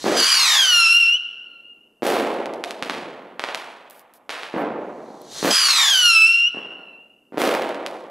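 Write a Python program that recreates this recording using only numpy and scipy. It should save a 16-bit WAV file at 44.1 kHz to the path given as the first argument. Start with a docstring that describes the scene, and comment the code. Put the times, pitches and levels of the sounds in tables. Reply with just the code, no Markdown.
"""Two whistling rockets go up, one after the other, and burst over a snowy street at night.
Each lights with a fizzing fuse, a thump and a rush of gas. Its whistle slides down in pitch as the
tube burns hollow. Booms and the sharp cracks of stars (firework pellets) follow; faint ticks and
rustles sound close to the microphone. The ground, the houses and far trees throw the fireworks'
sound back, over the soft hush of still air."""
import sys
import numpy as np
from scipy import signal
from scipy.fft import rfft, irfft, next_fast_len
from scipy.io import wavfile

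SR = 44100
rng = np.random.default_rng(int(sys.argv[2]) if len(sys.argv) > 2 else 0)


def generate_wav(sig):
    """Save sig (samples, or channels by samples) to the path in sys.argv[1] as 16-bit PCM at SR."""
    pcm = np.round(np.clip(np.atleast_2d(sig).T, -1, 1) * 32767).astype(np.int16)
    wavfile.write(sys.argv[1], SR, pcm)


N = 357210

# The two rockets: ignition_s, lift_off_s, flare_db, jet_db, whistle_db, roar_fade_db_per_s, attack_s
LAUNCHES = [(.05, 0.269, -34.5, -25, 0.14, 12.5, .04), (5.429, 5.56, -32, -25, 0.03, 38.5, .004)]
# Each tube's lowest note, from full thrust to burn-out: time_s, pitch_hz
FIRST_PITCH = [(.172, 2452), (.235, 2266), (.29, 2452), (.345, 2360), (.5, 1873), (.63, 1579), (.75, 1412),
               (.875, 1336), (.965, 1399), (1.07, 1355), (1.135, 1423), (1.18, 1540)]
SECOND_PITCH = [(5.51, 2520), (5.56, 2489), (5.64, 2332), (5.8, 1873), (5.96, 1535), (6.16, 1322),
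                (6.24, 1320), (6.29, 1361), (6.46, 1399), (6.5, 1493)]
# Whistle tones that follow LOW_SWELL (odd) and HIGH_SWELL (even): pitch_multiple, offset_db
ODD_TONES = [(1, 0.5), (3, 0.5), (5, -12.5), (7, -11.5), (9, -22)]
HIGH_EVEN_TONES = [(6, -15.5), (8, -18), (10, -32)]
# The hiss and the roar of the gas jet, and the fizz of the fuse: frequency_hz, level_db
HISS_COLOUR = [(1200, -37.5), (2300, -4), (3200, 7), (4500, 8.5), (6000, 7.5), (7500, -2), (10000, -2),
               (13000, -10.5), (16000, -21)]
ROAR_COLOUR = [(100, -57.5), (350, -25.5), (650, -10.5), (1100, -1.5), (1800, -1.5), (2600, -4),
               (5000, -14.5), (12000, -43.5)]
FUSE_COLOUR = [(800, -9), (2000, -8.5), (2500, -13.5), (3300, -4), (4200, 2), (5000, -6), (6000, -2),
               (7500, -8.5), (10000, -14.5), (14000, -26.5), (16000, -31)]
# Notes at which the hollow tube rings: pitch_multiple, width_hz, level_db
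TUBE_RINGS = [(.48, 111, -12.5), (0.669, 150, -9), (.97, 240.2, 3), (1.269, 258.2, 0), (2.021, 377.5, 4.5),
              (2.6, 497, -7), (3.07, 496, -3.5), (4, 501, -7)]
# Powder blasts on the ground and in the sky: start_s, level_db, body_hz, treble_db_per_octave,
# bounce_delay_s, echo_db, echo_swell_s, echo_length_s, midrange_bark_db, wall_slap_db
BLASTS = [ (0.0425, 3, 361, -1, 0.021, 20, 0.027, 0.18, 0.5, -6),
          (2.0225, 2, 417, 0.5, 0.0084, 21, 0.078, 1.55, -3, -2),
          (2.82, -11.5, 319, -1, 0.0073, 21, 0.063, 1.3, 0, -3),
          (4.5405, 1.5, 380, -6.5, 0.023, 19, 0.015, 2.3, 3.5, -8),
          (5.4284, 4, 320, 2.5, 0.019, 19.5, 0.024, 0.093, 0, -6),
          (6.546, -9.5, 352, -3, 0.025, 13.5, 0.0066, 0.53, 4, -3.5),
          (7.323, -11.5, 355.6, -4.5, 0.021, 18.5, 0.022, 0.31, 2, -6.5),
          (7.3741, 2.5, 425.4, 1.5, 0.0067, 20, 0.053, 2.4, -1.5, 1.5)]
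# The tone of a blast: multiple_of_body_hz, level_db
BLAST_COLOUR = [(.07, -43), (.17, -29), (.31, -18.5), (.52, -2.5), (.8, 3), (1, 2), (1.3, 1), (1.8, -2),
                (2.6, -7), (5.2, -12), (9.5, -19.5), (17, -30.5), (26, -34.5), (38, -40)]
# Cracking stars: start_s, level_db, treble_db_per_octave, echo_db
STAR_CRACKS = [ (2.0676, -7.5, 11.5, 5.5), (2.4585, -7.5, 0.5, -11), (2.5376, -15.5, 5, -8),
               (2.6397, 0.5, 1, -1.5), (2.7088, -4, 3, -11), (2.8254, 1.5, -1, 1.5), (2.8977, 3, -2, 3.5),
               (3.3955, 0.5, -2.5, 2), (3.4393, 3.5, -3.5, 1.5), (3.4881, -3, -4.5, 6),
               (3.5474, 1.5, 1.5, -2), (3.6867, -17.5, -10, -12.5), (4.2939, -3.5, -2, 8.5),
               (4.3051, -6, -0.5, 9), (4.4333, -6.5, -2, 4.5), (7.7462, -12, 0, -16), (7.8638, -1.5, 2, -5)]
# Thin, high ticks: start_s, level_db, rustle_db, rustle_length_s
TICKS = [(3.9, -22, -55.5, .11), (3.909, -19, -62, .02), (3.995, -23, -58, 0.023), (4.138, -26, -56, 0.04),
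         (4.578, -42, -57, .05), (5.217, -25.5, -66.5, .01)]
# The tone of a crack and of a tick: frequency_hz, level_db
CRACK_COLOUR = [(30, -41.5), (100, -27), (250, -6), (600, 2), (1200, 2.5), (2500, 1.5), (4200, -3),
                (7000, -15), (11000, -21.5), (16000, -40.5)]
TICK_COLOUR = [(1000, -32), (3500, -3), (7000, -6.5), (11500, 1), (15000, -1.5)]
# House fronts that slap a blast back: delay_s, level_db
HOUSE_FRONTS = [(0.044, -11.5), (0.079, -16.5), (.101, -16.5), (0.118, -17), (0.167, -17.5), (.176, -16),
                (.248, -22), (.318, -26), (.538, -36)]
# Whistle echoes off far walls and trees. The rocket moves away from them more slowly, so they hear
# a higher pitch (the Doppler effect): delay_s, level_db, pitch_factor, smear_s
FAR_ECHOES = [(0.149, -17, 1.055, .2), (.29, -22.5, 1.04, 0.22), (0.429, -27.5, 1.04, .16),
              (.71, -30.5, 1.02, .06), (.86, -46, 1.03, .2)]
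# How long the street's echo takes to fall by 60 dB: frequency_hz, decay_s
STREET_DECAY = [(100, 3), (300, 1.5), (700, 2.5), (1500, 1.59), (3000, 1.3043), (5000, 0.84), (8000, 0.81),
                (15000, 0.5553)]
# The tone left by the walls, by a trip along the street and by a long way in air: frequency_hz, gain_db
WALL_COLOUR = [(100, -9), (400, -1), (1500, -0.5), (3500, 0), (7000, 1.5), (15000, 6.5)]
WASH_COLOUR = [(1400, -1), (3000, 3.5), (5500, 0.5), (11000, -5)]
FAR_COLOUR = [(1400, -2.5), (3000, -1.5), (4200, -15), (5600, -37), (10000, -55.5)]
# Still night air: frequency_hz, level_db
AIR_COLOUR = [(25, -8), (90, -17), (250, 1.5), (600, -3.5), (1500, -23), (4000, -33), (9000, -29),
              (13500, -28), (15000, -45)]
# How much the two microphones differ, against what they share: frequency_hz, gain_db
STEREO_WIDTH = [(60, -32), (150, -25), (500, -14.5), (1000, -6), (2500, -7), (5000, -7.5), (12000, -10.5)]
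# How the sound leans to one side: frequency_hz, left_minus_right_db
STEREO_LEAN = [(130, 0), (640, -1), (1400, -2), (3100, -0.2), (7000, 0)]

# Whistle tones swell and fade in the climb: peak_db, peak_after_lift_s, rise_db_per_s, fade_db_per_s
LOW_SWELL, MAIN_SWELL, OCTAVE_SWELL = (-22, 0.53, 51, 89), (-14, 0.68, 11, 13), (-22, 0.6, 24.5, 55.5)
HIGH_SWELL = (-22, 0.66, 42, 100)  # these come out late, once the tube is long
WHISTLE_RELEASE_S = 0.028
JET_START_DB, JET_CATCH_DB, JET_CATCH_S = -25, -12, 0.01  # builds, then jumps as the whistle catches
JET_HOLD_S, JET_FADE_DB_PER_S, JET_RELEASE_S = 0.28, 43, 0.11  # holds steady at first, then fades
FUSE_S, SMOULDER_DB, SMOULDER_DB_PER_S = 0.72, -50, 27
FLARE_LEAD_S, FLARE_RISE_S, FLARE_RELEASE_S = 0.16, 0.028, 0.03


def rockets(wash_db=-17, fence_db=-12, fence_decay_s=0.016):
    """Fuse, jet and whistle, blurred by near fences, washed along the street and echoed from afar."""
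    direct, far = np.zeros(N), np.zeros(N)
    for pitch, launch in zip((FIRST_PITCH, SECOND_PITCH), LAUNCHES):
        ignition_s, lift_s, flare_db, jet_db, whistle_db, roar_fade_db_per_s, attack_s = launch
        add(direct, *fuse(pitch[0][0], flare_db))
        add(direct, *jet(pitch, ignition_s, lift_s, jet_db, roar_fade_db_per_s))
        add(direct, *whistle(pitch, lift_s, whistle_db, attack_s))
        add_far_echoes(far, pitch, lift_s, whistle_db, attack_s)
    fences = rng.standard_normal(SR // 4) * np.exp(-np.arange(SR // 4) / SR / fence_decay_s)
    near = amp(fence_db) * signal.fftconvolve(direct, unit_energy(fences))[:N]
    street = street_echo(swell_s=0.02, lumpy_db=4.5, early_db=-6.5, early_s=0.37)
    wash = amp(wash_db) * signal.fftconvolve(direct, street)[:N]
    return direct + near + coloured(wash, WASH_COLOUR) + coloured(far, FAR_COLOUR)


def whistle(pitch, lift_s, level_db, attack_s, doppler=1, wobble=0.003, flicker_db=1.7, flutter_db=1.3):
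    """Gas vibrates in the burning tube: ragged while it is short and high, pure once it is long."""
    t, hz = pitch_curve(pitch)
    swells = (LOW_SWELL, MAIN_SWELL, OCTAVE_SWELL, HIGH_SWELL)
    low_db, main_db, octave_db, high_db = (swell(t - lift_s, *shape) for shape in swells)
    ragged = np.clip((hz - 1380) / 700, 0, 1.4)
    fast_jitter = (0.0045 + 0.01602 * ragged) * wander(len(t), 400)
    slow_jitter = wobble * (1 + 2 * ragged) * wander(len(t), 45)
    phase = 2 * np.pi * np.cumsum(doppler * hz * (1 + fast_jitter + slow_jitter)) / SR
    tones = [(2, main_db), (4, octave_db)]
    tones += [(k, high_db + db) for k, db in HIGH_EVEN_TONES]
    tones += [(k, low_db + db) for k, db in ODD_TONES]
    # The higher tones shake more, in level and in phase.
    tones = [(k, db + flicker_db * np.log2(max(k / 2, 1)) * wander(len(t), 30)) for k, db in tones]
    sound = np.zeros(len(t))
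    for k, db in tones:
        shake = 0.067 * (1 + ragged) * wander(len(t), 140)
        sound += amp(db) * np.sin(k * (phase + shake)) * (k * hz < SR / 2)
    flutter = amp(flutter_db * wander(len(t), 110))
    fades = np.minimum((t - t[0]) / attack_s, 1) * np.minimum((t[-1] - t) / WHISTLE_RELEASE_S, 1)
    return t[0], ground_bounce(t, np.sqrt(2) * amp(level_db) * sound * flutter * fades, share=0.14)


def jet(pitch, ignition_s, lift_s, jet_db, roar_fade_db_per_s, hiss_db=3, roar_db=-1.5, tube_db=-6.5):
    """Sputtering gas hisses, roars and rings the tube; the roar and ring fade first as it climbs."""
    thrust_s, burnout_s = pitch[0][0], pitch[-1][0]
    t = np.arange(ignition_s, burnout_s, 1 / SR)
    hz = np.interp(t, *np.transpose(pitch))
    climb_s = np.maximum(t - lift_s - JET_HOLD_S, 0)
    build_db = np.interp(t, [ignition_s, thrust_s - JET_CATCH_S, thrust_s],
                         [JET_START_DB, JET_CATCH_DB, 0])
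    level = amp(jet_db + build_db - JET_FADE_DB_PER_S * climb_s)
    hiss = amp(hiss_db) * noise(len(t), HISS_COLOUR)
    roar = amp(roar_db) * noise(len(t), ROAR_COLOUR)
    ring = sum(amp(tube_db + db) * ringing_noise(k * hz, width_hz) for k, width_hz, db in TUBE_RINGS)
    gas = level * (hiss + amp(-roar_fade_db_per_s * climb_s) * (roar + ring))
    sputter = amp(wander(len(t), 80))
    fade_out = np.minimum((burnout_s - t) / JET_RELEASE_S, 1)
    return t[0], ground_bounce(t, gas * sputter * fade_out, share=0.5)


def fuse(thrust_s, flare_db, bounce_share=0.24, bounce_s=0.007):
    """The fuse smoulders ever louder, then the starter powder flares; the ground reflects the fizz."""
    t = np.arange(max(thrust_s - FUSE_S, 0), thrust_s + FLARE_RELEASE_S, 1 / SR)
    wait_s = thrust_s - t
    smoulder = amp(SMOULDER_DB - SMOULDER_DB_PER_S * wait_s)
    flare = amp(flare_db) / (1 + np.exp((wait_s - FLARE_LEAD_S) / FLARE_RISE_S))
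    level = (smoulder + flare) * np.minimum((t[-1] - t) / FLARE_RELEASE_S, 1)
    fizz = noise(len(t), FUSE_COLOUR) * level * amp(0.94 * wander(len(t), 150))
    return t[0], fizz + bounce_share * np.interp(t - bounce_s, t, fizz)


def blasts(dull_db_per_octave=-5, bark_hz=1400, bounce_db=4, echo_trim_db=-4):
    """Each blast thumps, bounces off the ground, slaps off house fronts and rolls along the street."""
    out = np.zeros(N)
    for start_s, db, body_hz, tilt, bounce_s, echo_db, swell_s, length_s, bark_db, slap_db in BLASTS:
        colour = [(k * body_hz, level_db + bark_db / (1 + np.log2(k * body_hz / bark_hz) ** 4))
                  for k, level_db in BLAST_COLOUR]
        thump = amp(db) * pressure_pulse(colour, tilt + dull_db_per_octave)
        echo = street_echo(swell_s, lumpy_db=4, early_db=-9, early_s=0.26)
        for delay_s, wall_db in HOUSE_FRONTS:
            add(echo, delay_s, amp([wall_db + slap_db]))
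        roll = signal.fftconvolve(fade_after(echo, length_s), pressure_pulse(colour, tilt))
        add(out, start_s, thump)
        add(out, start_s + bounce_s, amp(bounce_db) * thump)
        add(out, start_s, amp(db + echo_db + echo_trim_db) * roll)
    return out


def star_cracks(bounce_s=0.0074, bounce_db=-9.5):
    """Each star gives one sharp snap; the ground repeats it and the houses scatter it."""
    out = np.zeros(N)
    for start_s, db, tilt, echo_db in STAR_CRACKS:
        snap = -amp(db) * pressure_pulse(CRACK_COLOUR, tilt)
        echo = street_echo(swell_s=0.00043, lumpy_db=6, early_db=-4.5, early_s=0.18)
        add(out, start_s, snap)
        add(out, start_s + bounce_s, amp(bounce_db) * snap)
        add(out, start_s, amp(echo_db) * signal.fftconvolve(echo, snap))
    return out


def ticks():
    """Faint dry ticks close to the microphone, each followed by a thin rustle."""
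    out, tick = np.zeros(N), pressure_pulse(TICK_COLOUR, 0)
    for start_s, db, rustle_db, length_s in TICKS:
        rustle = amp(rustle_db) * fade_after(rng.standard_normal(SR // 4), length_s)
        add(out, start_s, amp(db) * tick)
        add(out, start_s, signal.fftconvolve(rustle, tick))
    return out


def ground_bounce(t, sound, share, first_lag_s=0.000647, extra_lag_s=0.0037, climb_s=0.94):
    """The ground's reflection comes ever later as the rocket climbs, sweeping dips through the tone."""
    climbed = np.clip(1 - (t[-1] - t) / climb_s, 0, 1)
    lag_s = first_lag_s + extra_lag_s * climbed ** 2
    return sound + share * np.interp(t - lag_s, t, sound)


def add_far_echoes(mix, pitch, lift_s, whistle_db, attack_s, rooftop_s=0.56, fade_s=0.22):
    """Far walls and trees return a smeared whistle, in full only once the rocket is above the roofs."""
    for delay_s, db, doppler, smear_s in FAR_ECHOES:
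        start_s, sound = whistle(pitch, lift_s, whistle_db, attack_s, doppler, wobble=0.08 * smear_s)
        t = start_s + np.arange(len(sound)) / SR
        fade_in = np.clip((t - lift_s) / rooftop_s, 0, 1) ** 2
        fade_out = np.minimum((t[-1] - t) / fade_s, 1)
        size = round(smear_s * SR)
        smear = unit_energy(rng.standard_normal(SR)[:size] * np.hanning(size))
        echo = amp(db) * signal.fftconvolve(sound * fade_in * fade_out, smear)
        add(mix, start_s + delay_s - smear_s / 2, echo)


def street_echo(swell_s, lumpy_db, early_db, early_s):
    """The street's answer to a click: strong echoes off near houses, then a roll that loses treble."""
    t = np.arange(2 * SR) / SR
    sizes = amp(lumpy_db * np.clip(rng.standard_normal(len(t)), -2, 2))
    signs = rng.choice([-1, 1], len(t))
    arrives = rng.random(len(t)) < 3000 / SR  # about 3000 echoes a second
    hz, age_s, spectrum = signal.stft(sizes * signs * arrives, SR, nperseg=256)
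    decay_db = 60 * age_s / look_up(STREET_DECAY, hz)[:, None]
    spectrum *= amp(look_up(WALL_COLOUR, hz)[:, None] - decay_db)
    roll = signal.istft(spectrum, SR, nperseg=256)[1][:len(t)]
    early_boost = 1 + amp(early_db) * np.exp(-(t / early_s) ** 2)
    return unit_energy(roll * (1 - np.exp(-t / swell_s)) * early_boost)


def night_air(level_db=-63):
    """The low, steady hush of still air."""
    return amp(level_db) * noise(N, AIR_COLOUR)


def pressure_pulse(colour, treble_db_per_octave, size=4096):
    """A sudden push of air with the given tone, made brighter or duller above about 700 Hz."""
    hz = abs(np.fft.fftfreq(size, 1 / SR))
    log_gain = np.log(amp(look_up(colour, hz) + treble_db_per_octave * np.log2(1 + hz / 700)))
    spectrum = np.exp(np.conj(signal.hilbert(log_gain)))  # packs the energy at the pulse's start
    return unit_energy(np.fft.ifft(spectrum).real[:size // 2])


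def ringing_noise(hz, width_hz):
    """A narrow band of noise that follows a moving pitch."""
    turn = np.exp(2j * np.pi * np.cumsum(hz) / SR)
    decay = np.exp(-np.pi * width_hz / SR)
    hiss = rng.standard_normal(len(hz))
    band = signal.lfilter([(1 - decay) ** 2], [1, -2 * decay, decay ** 2], hiss / turn)
    return unit_level((turn * band).real)


def pitch_curve(points):
    """Joins pitch points with straight lines, giving a time and a pitch for every sample."""
    times_s, hz = np.transpose(points)
    t = np.arange(times_s[0], times_s[-1], 1 / SR)
    return t, np.interp(t, times_s, hz)


def swell(age_s, peak_db, peak_s, rise_db_per_s, fade_db_per_s):
    """A level in dB that climbs to its peak and falls again."""
    before_s, after_s = np.maximum(peak_s - age_s, 0), np.maximum(age_s - peak_s, 0)
    return peak_db - rise_db_per_s * before_s - fade_db_per_s * after_s


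def fade_after(sound, length_s):
    """Lets a sound die away quickly around length_s."""
    return sound / (1 + (np.arange(len(sound)) / SR / length_s) ** 10)


def wander(size, hz):
    """Random drift of typical size 1, mostly slower than hz."""
    smoothing = signal.butter(2, hz, fs=SR, output="sos")
    return unit_level(signal.sosfilt(smoothing, rng.standard_normal(size + 4096))[4096:])


def noise(size, colour):
    """Noise of level 1 with the given tone."""
    return unit_level(coloured(rng.standard_normal(size), colour))


def coloured(sound, colour):
    """Turns each frequency up or down by a table of decibels."""
    size = next_fast_len(len(sound))
    gain = amp(look_up(colour, np.fft.rfftfreq(size, 1 / SR)))
    return irfft(rfft(sound, size) * gain, size)[:len(sound)]


def look_up(table, hz):
    """Reads between a table's rows, with octaves evenly spaced."""
    row_hz, values = np.transpose(table)
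    return np.interp(np.log(hz + 1), np.log(row_hz), values)


def add(mix, start_s, sound):
    """Mixes a sound in at a time."""
    part = mix[max(round(start_s * SR), 0):][:len(sound)]
    part += sound[:len(part)]


def amp(db):
    """Turns decibels into a gain."""
    return 10 ** (np.asarray(db) / 20)


def unit_level(x):
    """Scales to an average (rms) level of 1."""
    return x / np.sqrt(np.mean(x ** 2) + 1e-20)


def unit_energy(x):
    """Scales so that the squared samples add up to 1."""
    return x / np.linalg.norm(x)


def scene(shifted_share=0.3, scattered_share=0.28):
    """All lies ahead of two close microphones that differ a little in phase, level and scatter."""
    mid = rockets() + blasts() + star_cracks() + ticks() + night_air()
    scatter = unit_energy(rng.standard_normal(2048) * np.exp(-np.arange(2048) / 500))
    scattered = signal.oaconvolve(mid, scatter)[:N]
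    shifted = signal.hilbert(mid).imag  # every wave moved by a quarter of a cycle
    width = coloured(shifted_share * shifted + scattered_share * scattered, STEREO_WIDTH)
    side = width + (coloured(mid, STEREO_LEAN) - mid) / 2
    return np.array([mid + side, mid - side])


def record(dry, ceiling=0.77, low_cut_hz=60, high_cut_hz=15600):
    """Rounds off the loudest peaks, then trims the deepest bass and the highest treble."""
    rounded = dry / (1 + (dry / ceiling) ** 6) ** (1 / 6)
    thinned = signal.sosfilt(signal.butter(1, low_cut_hz, "high", fs=SR, output="sos"), rounded)
    high_cut = signal.firwin(511, high_cut_hz, window=("kaiser", 9), fs=SR)
    return signal.oaconvolve(thinned, high_cut[None], "same")


dry = scene()
out = record(dry)
generate_wav(out)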